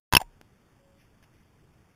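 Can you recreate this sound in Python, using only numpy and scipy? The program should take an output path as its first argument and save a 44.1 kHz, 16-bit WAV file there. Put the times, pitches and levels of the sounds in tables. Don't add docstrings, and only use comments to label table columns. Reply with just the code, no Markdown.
import sys
import numpy as np
from scipy import signal
from scipy.fft import rfft, irfft
from scipy.io import wavfile
from scipy.ndimage import uniform_filter1d

SR = 44100
rng = np.random.default_rng(int(sys.argv[2]) if len(sys.argv) > 2 else 0)


def transcribe(signal):
    frames = np.atleast_2d(signal).T
    limited = np.clip(frames, -1, 1)
    pcm = np.round(limited * 32767).astype(np.int16)
    wavfile.write(sys.argv[1], SR, pcm)


N = 85995

# (time [s], knock [dB], low push [dB], push length [s])
CASE_SLIPS = [(.1262, -14.5, -31, 0.0042), (0.1361, -7, -17, 0.0092), (.1505, -7, -18.5, 0.0074),
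              (0.167, -7.5, -14.5, 0.0076), (0.1787, -27.5, -32, 0.0099)]
# (frequency [Hz], level [dB], t60 [s])
CASE_MODES = [(480, -20, 0.022), (980, -0.5, .018), (940, -33.5, 0.28), (1180, -13, 0.014),
              (1552, -8.5, 0.018), (1860, -16.5, 0.007), (2625, -9.5, .02), (3310, -15, .010)]
# (time [s], length [s], pitch [Hz], level [dB])
SKIN_SQUEAKS = [(0.1509, .0033, 3072, -6), (.1670, 0.0046, 2580, -2)]
# (centre [s], half width [s], pitch [Hz], level [dB])
HAND_RUBS = [(.194, .008, 933.2, -43.5), (.205, .004, 880, -29.5), (.217, 0.0034, 831, -25.5),
             (.227, 0.0075, 763.7, -45.5)]
# (frequency [Hz], level [dB])
RUB_SPECTRUM = [(100, -3), (500, -7.5), (850, 0.5), (1300, -5), (1900, 1.5), (2800, -2), (3700, -6)]
# (time [s], rise [s], decay [s], level [dB])
SHOE_SCUFFS = [(.965, 0.047, 0.036, -64.5), (1.226, 0.00098, 0.0052, -55), (1.236, 0.0041, .006, -56),
               (1.325, 0.016, .15, -71)]
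# (frequency [Hz], level [dB])
TURF_SPECTRUM = [(60, 4), (190, 8), (500, 1), (1100, -11), (1700, 6.5), (2500, 5.5), (3600, -4.5)]
# (frequency [Hz], level [dB])
WIND_SPECTRUM = [(20, -5), (45, -5), (70, -3), (115, 0.5), (200, -5.5), (350, -10), (600, -16.5),
                 (1000, -18), (2000, -22.5), (3000, -25), (3700, -26.5)]
# (frequency [Hz], gain [dB])
RECORDER_RESPONSE = [(100, -1), (3500, 0), (5500, 0.5), (9000, 1), (11000, 2.5), (13500, 3), (15000, 1.5),
                     (15600, -6), (17000, -13)]

INPUT_EDGE_HZ, CRACK_EDGE_HZ = 3800, 4300


def amp(db):
    return 10 ** (np.asarray(db) / 20)


def unit(x):
    return x / np.sqrt(np.mean(x ** 2) + 1e-20)


def coloured(x, spectrum):
    hz, db = np.transpose(spectrum)
    bins_hz = np.fft.rfftfreq(N, 1 / SR)
    gain = amp(np.interp(np.log(bins_hz + 1), np.log(hz + 1), db))
    return irfft(rfft(x) * gain, N)


def lowpass(x, hz):
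    return signal.oaconvolve(x, signal.firwin(301, hz, window=("kaiser", 7), fs=SR), "same")


def wander(hz):
    return unit(irfft(rfft(rng.standard_normal(N)) * (np.fft.rfftfreq(N, 1 / SR) < hz), N))


def since(start):
    return np.maximum(np.arange(N) / SR - start, 0)


def slips():
    out = np.zeros(N)
    for start, db, push_db, length in CASE_SLIPS:
        t = since(start)
        ring = sum(amp(level - 60 * t / t60) * np.cos(2 * np.pi * hz * t) for hz, level, t60 in CASE_MODES)
        knock = (t > 0) * ring + amp(-9.5) * crack(start, decay_s=.0025)
        out += amp(db) * knock + amp(push_db) * push(start, length)
    return lowpass(out, CRACK_EDGE_HZ)


def crack(start, decay_s):
    t = since(start)
    return (t > 0) * np.exp(-t / decay_s) * unit(lowpass(rng.standard_normal(N), CRACK_EDGE_HZ))


def push(start, length_s):
    turns = since(start) / length_s
    return -2 * np.sin(2 * np.pi * turns) * np.exp(-2.6 * turns)


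def squeaks(roughness=.078, ring_db=-15, ring_s=.003):
    out = np.zeros(N)
    for start, length, hz, db in SKIN_SQUEAKS:
        t = since(start)
        progress = np.minimum(t / length, 1)
        ring = amp(ring_db) * progress * np.exp(-since(start + length) / ring_s)
        level = np.sin(np.pi * progress) + ring
        pitch = (t > 0) * hz * (1 + roughness * wander(hz=1500))
        out += amp(db) * level * np.sin(2 * np.pi * np.cumsum(pitch) / SR)
    return out


def scrapes(roughness=.07, hiss_db=-13.5):
    out = np.zeros(N)
    for centre, width, hz, db in HAND_RUBS:
        pitch = hz * (1 + roughness * wander(hz=304))
        hoot = np.sin(2 * np.pi * np.cumsum(pitch) / SR)
        hiss = unit(lowpass(coloured(rng.standard_normal(N), RUB_SPECTRUM), INPUT_EDGE_HZ))
        level = amp(db) * np.exp(-((since(0) - centre) / width) ** 2)
        out += level * (hoot + amp(hiss_db) * hiss)
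    return out


def settling(rock_at=.225, rock_hz=33, rock_t60=.415, tick_at=.4136):
    t = since(rock_at)
    rock = amp(-43 - 60 * t / rock_t60) * np.sin(2 * np.pi * rock_hz * t)
    tick = amp(-40) * crack(tick_at, decay_s=.00064)
    nudge = amp(-41.5) * push(tick_at - .001, length_s=.0034)
    return rock + tick + nudge


def scuffs(grain_db=.5):
    level = np.zeros(N)
    for start, rise, decay, db in SHOE_SCUFFS:
        level += amp(db) * np.minimum(since(start) / rise, 1) * np.exp(-since(start + rise) / decay)
    grains = rng.standard_normal(N) * amp(grain_db * wander(hz=410))
    return level * unit(lowpass(coloured(grains, TURF_SPECTRUM), INPUT_EDGE_HZ))


def far_tone(start=.787, length_s=.22, hz=551, rise_s=.013, fall_s=.045):
    t = since(start)
    fade = np.clip(np.minimum(t / rise_s, (length_s - t) / fall_s), 0, 1)
    return amp(-66 + 1.66 * wander(hz=25)) * fade * np.sin(2 * np.pi * hz * t)


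def wind(patch_db=1.32, swell_db=.25):
    _, _, spectra = signal.stft(rng.standard_normal(N), SR, nperseg=1024, noverlap=768)
    patches = uniform_filter1d(rng.standard_normal(spectra.shape), size=10, axis=0)
    patches = unit(uniform_filter1d(patches, size=12, axis=1))
    rush = signal.istft(spectra * amp(patch_db * patches), nperseg=1024, noverlap=768)[1][:N]
    level = amp(-61 - swell_db * wander(hz=5))
    return level * unit(lowpass(coloured(rush, WIND_SPECTRUM), INPUT_EDGE_HZ))


def scene():
    return (slips() + squeaks() + scrapes() + settling() + scuffs() + far_tone() + wind())[None]


def record(dry):
    start_s, ceiling, hold_hz, oversample = .12, .7, 8000, 4
    t = since(0)
    clipped = np.clip(dry[0] * (t > start_s), -ceiling, ceiling)
    fine_t = np.arange(oversample * N) / (oversample * SR)
    held_t = np.floor(fine_t * hold_hz) / hold_hz
    steps = np.interp(held_t, t, clipped).reshape(N, oversample).mean(1)
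    return lowpass(coloured(steps, RECORDER_RESPONSE), hz=16700)[None]


dry = scene()
out = record(dry)
transcribe(out)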